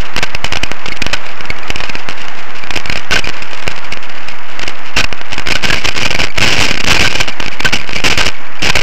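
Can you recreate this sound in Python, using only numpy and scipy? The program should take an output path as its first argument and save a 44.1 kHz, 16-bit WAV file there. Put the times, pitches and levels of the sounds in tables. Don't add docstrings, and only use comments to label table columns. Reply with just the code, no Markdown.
import sys
import numpy as np
from scipy import signal
from scipy.io import wavfile
from scipy.ndimage import uniform_filter1d

SR = 44100
rng = np.random.default_rng(int(sys.argv[2]) if len(sys.argv) > 2 else 0)


def pcm_store(signal):
    levels = np.round(np.clip(np.atleast_2d(signal), -1, 1) * 32767)
    wavfile.write(sys.argv[1], SR, levels.astype(np.int16).T)


N = 388962


def from_db(db):
    return 10 ** (np.asarray(db) / 20)


def rms_one(x):
    return x / np.sqrt(np.mean(x ** 2) + 1e-20)


def drift(corner_hz):
    pole = np.exp(-2 * np.pi * corner_hz / SR)
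    noise = rng.standard_normal(N + SR)
    settled = signal.lfilter([1], [1, -2 * pole, pole * pole], noise)[SR:]
    return rms_one(settled)


def weak_jolts(tick_db):
    rate_per_s, mean_length_ms = 22, 6
    above_ticks_db, spread_db = 6, 3
    born = np.flatnonzero(rng.random(N) < rate_per_s / SR)
    length_ms = mean_length_ms * rng.exponential(1, N)[born]
    strength_db = (tick_db + above_ticks_db + spread_db * rng.standard_normal(N))[born]
    return list(zip(born / SR, length_ms, strength_db))


def chatter(weak):
    # (time [s], chatter length with last ring [ms], strength [dB])
    strong_jolts = [(.164, 2, -1), (.176, 15.7, -9), (0.226, 17.2, -9.5), (.348, 4.5, -10),
                    (.444, 4.13, -1.5), (0.455, 15, -16.5), (.478, 3.3, -16), (0.524, 2.2, 3),
                    (.534, 2.9, -3.5), (.557, 2.7, -4), (.57, 4.8, -8.5), (0.633, 4.7, -6),
                    (0.716, 1.1, -0.5), (0.858, 7.4, -13), (.88, 7.6, -11), (.924, 11.4, -24),
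                    (.963, 12, -23), (1.019, 6.3, -4.5), (1.065, 2.2, -4.5), (1.099, 1.4, -12.5),
                    (1.131, 12.5, -5.5), (1.265, 2.2, -9.5), (1.408, 2.4, -14), (1.455, 2.7, -19),
                    (1.504, 1.2, -6.5), (1.586, 4.1, -20), (1.678, 7.1, -21.5), (1.703, 4.35, -5.5),
                    (1.759, 2.2, -10.5), (1.804, 2.7, -9), (1.812, 1.7, -11), (1.837, 3.9, -5.5),
                    (1.895, 4.6, -8), (1.954, 2.1, -7.5), (2.088, 1.7, -3.5), (2.109, 2.1, -15),
                    (2.214, 5.6, -19), (2.283, 2.7, -14.5), (2.639, 1.93, -11.5), (2.672, 2, -12),
                    (2.706, 3.1, -8), (2.736, 9.5, -19), (2.757, 9.3, -9), (2.774, 3.3, -2.5),
                    (2.8, 2.5, -10.5), (2.857, 3, -9.5), (2.898, 2.2, -2), (2.923, 8.7, -11.5),
                    (2.957, 3.6, -5), (2.972, 7.7, -13.5), (3.11, 2.43, 0), (3.118, 29, -8),
                    (3.157, 7, -2.5), (3.176, 1.4, -3), (3.189, 7.2, -7.5), (3.245, 2.7, -17.5),
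                    (3.274, 1.74, -3.5), (3.289, 4.3, -11), (3.298, 3.3, -13), (3.367, 4.1, -15),
                    (3.42, 13.6, -21.5), (3.532, 3.7, -10), (3.546, 5.7, -18), (3.624, 5.6, -16),
                    (3.669, 2, -8.5), (3.678, 1.93, 1), (3.713, 2.2, -15), (3.779, 2.7, -9),
                    (3.924, 2.8, -9), (3.934, 6.1, -16), (3.973, 2.35, -10), (4.285, 4.16, -13),
                    (4.594, 3.4, -10.5), (4.616, 6.5, -16), (4.628, 9.6, -17.5), (4.637, 2.9, -8.5),
                    (4.677, 5.8, -11), (4.968, 46, -7.5), (4.694, 4.9, -15), (5.041, 6.6, -9.5),
                    (5.127, 1.8, -7.5), (5.214, 2.8, -8), (5.321, 2.4, -10.5), (5.331, 2.1, -5.5),
                    (5.341, 6.3, -15), (5.38, 4.2, -11), (5.396, 2.6, -8.5), (5.461, 2.5, -11),
                    (5.472, 4.8, -5), (5.487, 2.6, 1), (5.502, 25, -7.5), (5.552, 10.4, -10.5),
                    (5.628, 30, -9), (5.661, 15, -19), (5.685, 7.1, -8), (5.699, 15, -9), (5.726, 21, -8),
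                    (5.776, 69, -29), (5.843, 19.7, -8.5), (5.875, 4.9, -11.5), (5.886, 7.9, -7),
                    (5.951, 3, -12), (5.962, 23, -10), (5.999, 32, -13.5), (6.032, 1.48, -0.5),
                    (6.05, 18.4, -8), (6.074, 4.4, -16), (6.105, 17, -13), (6.129, 2.55, -4.5),
                    (6.146, 6.5, -9.5), (6.16, 3.4, -8), (6.19, 9.9, -8.5), (6.202, 5.9, -7.5),
                    (6.217, 2.2, -3), (6.232, 21, -10.5), (6.284, 1.6, -14), (6.367, 2.6, -19),
                    (6.376, 35.5, -7), (6.416, 35.4, -5), (6.468, 28.5, -7), (6.503, 40.6, -9.5),
                    (6.564, 6.2, -11), (6.58, 52, -6), (6.636, 17, -7), (6.652, 17.6, -10),
                    (6.678, 15, -12), (6.709, 8.6, -6), (6.742, 2.9, -6.5), (6.754, 2.7, -9),
                    (6.773, 6.8, -9), (6.8, 10, -11), (6.841, 8.3, -6), (6.864, 30, -6.5),
                    (6.897, 41, -3.5), (6.944, 33, -8), (6.994, 6.1, -4), (7.006, 50, -6.5),
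                    (7.051, 32.8, -7.5), (7.092, 30, -20.5), (7.127, 6.3, -5), (7.143, 18.7, -9),
                    (7.169, 40, -16.5), (7.202, 13.7, -5), (7.231, 4.4, -14), (7.278, 2.8, -6),
                    (7.283, 18, -20), (7.4, 5.1, -7), (7.427, 1.8, -5), (7.438, 17, -24), (7.461, 3.1, -14),
                    (7.481, 4.5, -8.5), (7.605, 3.2, -4), (7.63, 3.3, -18), (7.647, 15, -3),
                    (7.688, 2.9, -9), (7.726, 20.2, -6.5), (7.756, 19, -14), (7.814, 3.7, -13.5),
                    (7.893, 0.84, -5), (7.932, 1.86, -9), (7.96, 10, -11), (8.002, 2.6, -10),
                    (8.04, 46, -6), (8.1, 17, -6), (8.128, 1.7, -1), (8.149, 3.3, -16), (8.175, 41.5, -7.5),
                    (8.222, 18, -11), (8.247, 43, -8.5), (8.298, 9.3, -24), (8.621, 58, -9.5),
                    (8.689, 17, -3), (8.754, 20, -3), (8.79, 11.6, -11.5), (8.811, 9, -7)]
    first_blow_db = -7
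    last_ring_ms = 1.5
    bounce_hz, bounce_spread_db = 45, 2.5
    contacts_per_s, contact_spread_db = 1800, 2
    pump, pump_wobble, pump_wobble_hz = 0.4, 0.22, 326

    force, blows = np.zeros(N), np.zeros(N)
    bounce_db = bounce_spread_db * drift(bounce_hz)
    for start_s, length_ms, strength_db in [*weak, *strong_jolts]:
        at = round(start_s * SR)
        bouncing_ms = max(length_ms - last_ring_ms, 0.)
        span = slice(at, at + round(bouncing_ms * SR / 1000) + 1)
        swell_db = bounce_db[span] - bounce_db[span].mean()
        force[span] = from_db(strength_db + swell_db)
        blows[at] = from_db(strength_db + first_blow_db)

    touching = rng.random(N) < contacts_per_s / SR
    contacts = touching * from_db(contact_spread_db * rng.standard_normal(N) - 4.5)
    smooth_force = uniform_filter1d(force, size=60)
    pumped = smooth_force * (pump + pump_wobble * drift(pump_wobble_hz))
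    return force * contacts, blows, pumped, force


def case_rings(contacts, blows):
    # (frequency [Hz], relative level [dB], t60 [s])
    modes = [(870, -33, 0.003), (1554, -10, 0.031), (1936, -5.5, 0.0069), (2258, 2, 0.0096),
             (2492, -3, 0.019), (2751, 2, 0.011), (2976, 3.5, 0.0087), (5160, 14, 0.0023)]
    strength_spread_db = 3
    out = np.zeros(N)
    for hz, level_db, t60_s in modes:
        pole = from_db(-60 / (t60_s * SR))
        w = 2 * np.pi * hz / SR
        strength = from_db(level_db + strength_spread_db * rng.standard_normal(N))
        struck = strength * contacts * rng.choice([-1, 1], N) - from_db(level_db) * blows
        out += signal.lfilter([0, np.sin(w)], [1, -2 * pole * np.cos(w), pole * pole], struck + 1e-18)
    return out


def faint_pings(tick_db):
    rate_per_s, centre_hz, spread_hz = 14, 2363, 90
    above_ticks_db, spread_db = 12, 3
    born = np.flatnonzero(rng.random(N) < rate_per_s / SR)
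    hz = centre_hz + spread_hz * rng.standard_normal(N)[born]
    level_db = (tick_db + above_ticks_db + spread_db * rng.standard_normal(N))[born]
    return list(zip(born / SR, hz, level_db))


def pings(faint):
    # (time [s], pitch [Hz], peak level before roughness [dB])
    clear_rings = [(0.227, 2600, -3), (0.232, 1552, -5.5), (0.92, 2185, -5), (1.131, 2967, -5),
                   (1.135, 1484, -6.5), (1.501, 2203, -4), (3.121, 1504, -2.5), (3.163, 1544, -6.5),
                   (3.241, 2410, -7), (3.921, 2195, -5.5), (4.963, 2730, -2), (4.97, 1527, -7),
                   (4.999, 2450, -5), (5.007, 1510, -9), (5.555, 1510, -7.5), (5.7, 1674, -3),
                   (5.731, 1617, -2), (6.05, 2970, -1), (6.144, 2270, -3.5), (7.043, 1528, -2),
                   (7.065, 1560, -7), (7.155, 2630, -10), (7.6, 2350, -7), (7.654, 1526, 1.5),
                   (7.728, 1486, -8), (7.732, 2300, 2), (7.755, 2930, -4), (7.958, 2314, -6),
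                   (8.108, 2740, -8)]
    rise_s, t60_at_1500hz_s = 0.0023, 0.052
    rough_db, rough_hz = 3, 230
    out = np.zeros(N)
    t = np.arange(round(.08 * SR)) / SR
    phases = rng.uniform(0, 2 * np.pi, 1000)
    for (start_s, hz, peak_db), phase in zip([*clear_rings, *faint], phases):
        at = round(start_s * SR)
        decay = from_db(-60 * t / t60_at_1500hz_s * (hz / 1500) ** 1.6)
        shape = (1 - np.exp(-t / rise_s)) * decay
        ring = from_db(peak_db) * shape / shape.max() * np.sin(2 * np.pi * hz * t + phase)
        out[at:at + len(t)] += ring[:N - at]
    return out * from_db(rough_db * drift(rough_hz))


def shoves():
    # (time [s], length [ms])
    pushes = [(6.387, 8.2), (6.398, 7.7), (6.585, 4), (6.595, 5.2), (6.614, 4.8), (6.847, 9.9),
              (6.861, 2.2), (6.888, 5.5), (6.924, 4.6), (6.935, 5), (7.001, 5.1), (8.091, 9.1), (8.272, 6)]
    out = np.zeros(N)
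    for start_s, length_ms in pushes:
        at, size = round(start_s * SR), round(length_ms * SR / 1000)
        out[at:at + size] += from_db(12) * np.sin(np.pi * np.arange(size) / size) ** 0.086
    return out


def ticking(tick_db):
    base_per_s = 250
    clustering = from_db(6 * drift(20) - 1.5)
    born = rng.random(N) < base_per_s * clustering / SR
    sizes = from_db(tick_db - 3.5 + 2.1 * np.minimum(rng.exponential(1, N), 3))
    return born * sizes


def tyre_roar(roar_db, patchy_db):
    # (frequency [Hz], relative density [dB per Hz])
    spectrum = np.array([(40, -22), (200, -14), (450, -14.5), (800, -9), (1150, -7.5), (1700, -9),
                         (2400, -10), (3100, -31), (3600, -33.5), (7000, -34)])
    out = 0
    together = drift(20)
    edges_hz = 35 * 2 ** np.arange(0, 8, 1 / 3)
    white = rng.standard_normal((2, N))
    flutter = [drift(3.1), drift(28), drift(36)]
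    for k, (low_hz, high_hz) in enumerate(zip(edges_hz, edges_hz[1:])):
        band_pass = signal.butter(2, [low_hz, high_hz], "band", fs=SR, output="sos")
        band = signal.sosfilt(band_pass, white[k % 2])
        log_centre = np.log(low_hz * high_hz) / 2
        level_db = np.interp(log_centre, np.log(spectrum[:, 0]), spectrum[:, 1])
        flutter_db = patchy_db * (2.0 * together + 1.0 * flutter[k % 3])
        out = out + band * from_db(level_db + flutter_db)
    return from_db(roar_db + 1) * rms_one(out)


def scene():
    # (time [s], relative tyre roar level [dB], ground roughness as relative ticking level [dB])
    rolling = [(0.0, -28, -29.5), (0.4, -28.5, -41), (1.0, -28, -28.5), (1.5, -26.5, -39),
               (1.9, -26.5, -31.5), (2.45, -28, -34.5), (2.9, -27.5, -32.5), (3.7, -28.5, -30),
               (4.1, -29, -35.5), (4.47, -30, -35), (4.69, -28.5, -29), (5.2, -29, -34),
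               (5.55, -28.5, -23.5), (7.1, -37.5, -22.5), (7.35, -27, -32.5), (8.2, -33, -22),
               (8.402, -30.5, -36.5), (8.82, -29, -27)]
    linger_s, linger_db = 0.016, -5.5
    port_hz = 3360

    time_s, *columns = np.transpose(rolling)
    roar_db, tick_db = [np.interp(np.arange(N) / SR, time_s, c) for c in columns]
    contacts, blows, pumped, force = chatter(weak_jolts(tick_db))

    pole = np.exp(-1 / (linger_s * SR))
    lingering = signal.lfilter([1 - pole], [1, -pole], force + 1e-18)
    shaken = from_db(tick_db) + from_db(linger_db) * lingering
    ticks = ticking(20 * np.log10(shaken))

    rattle = case_rings(ticks + contacts, blows) + pumped + pings(faint_pings(tick_db))
    rattle = signal.sosfilt(signal.butter(3, port_hz, fs=SR, output="sos"), rattle)
    return (tyre_roar(roar_db, patchy_db=0.5) + rattle + shoves())[None]


def record(dry):
    rest, limit = .657, .707
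    headroom = 0.0024
    converter_hz, edge_hz, cutoff_hz = 16000, 18340, 15700
    hiss_db = -66

    t = np.arange(N) / SR
    slow_t = np.arange(round(N * converter_hz / SR) + 1) / converter_hz
    held = np.clip(rest + np.interp(slow_t, t, dry[0]), -limit, limit) - rest
    played = signal.resample_poly(held, SR, converter_hz)[:N]
    smooth = signal.sosfiltfilt(signal.butter(3, edge_hz, fs=SR, output="sos"), played)
    limited = np.clip(rest + smooth, -limit - headroom, limit + headroom) - rest
    hissing = limited + from_db(hiss_db) * rng.standard_normal(N)
    low_pass = signal.ellip(8, .3, 55, cutoff_hz, fs=SR, output="sos")
    return rest + signal.sosfilt(low_pass, hissing)[None]


dry = scene()
out = record(dry)
pcm_store(out)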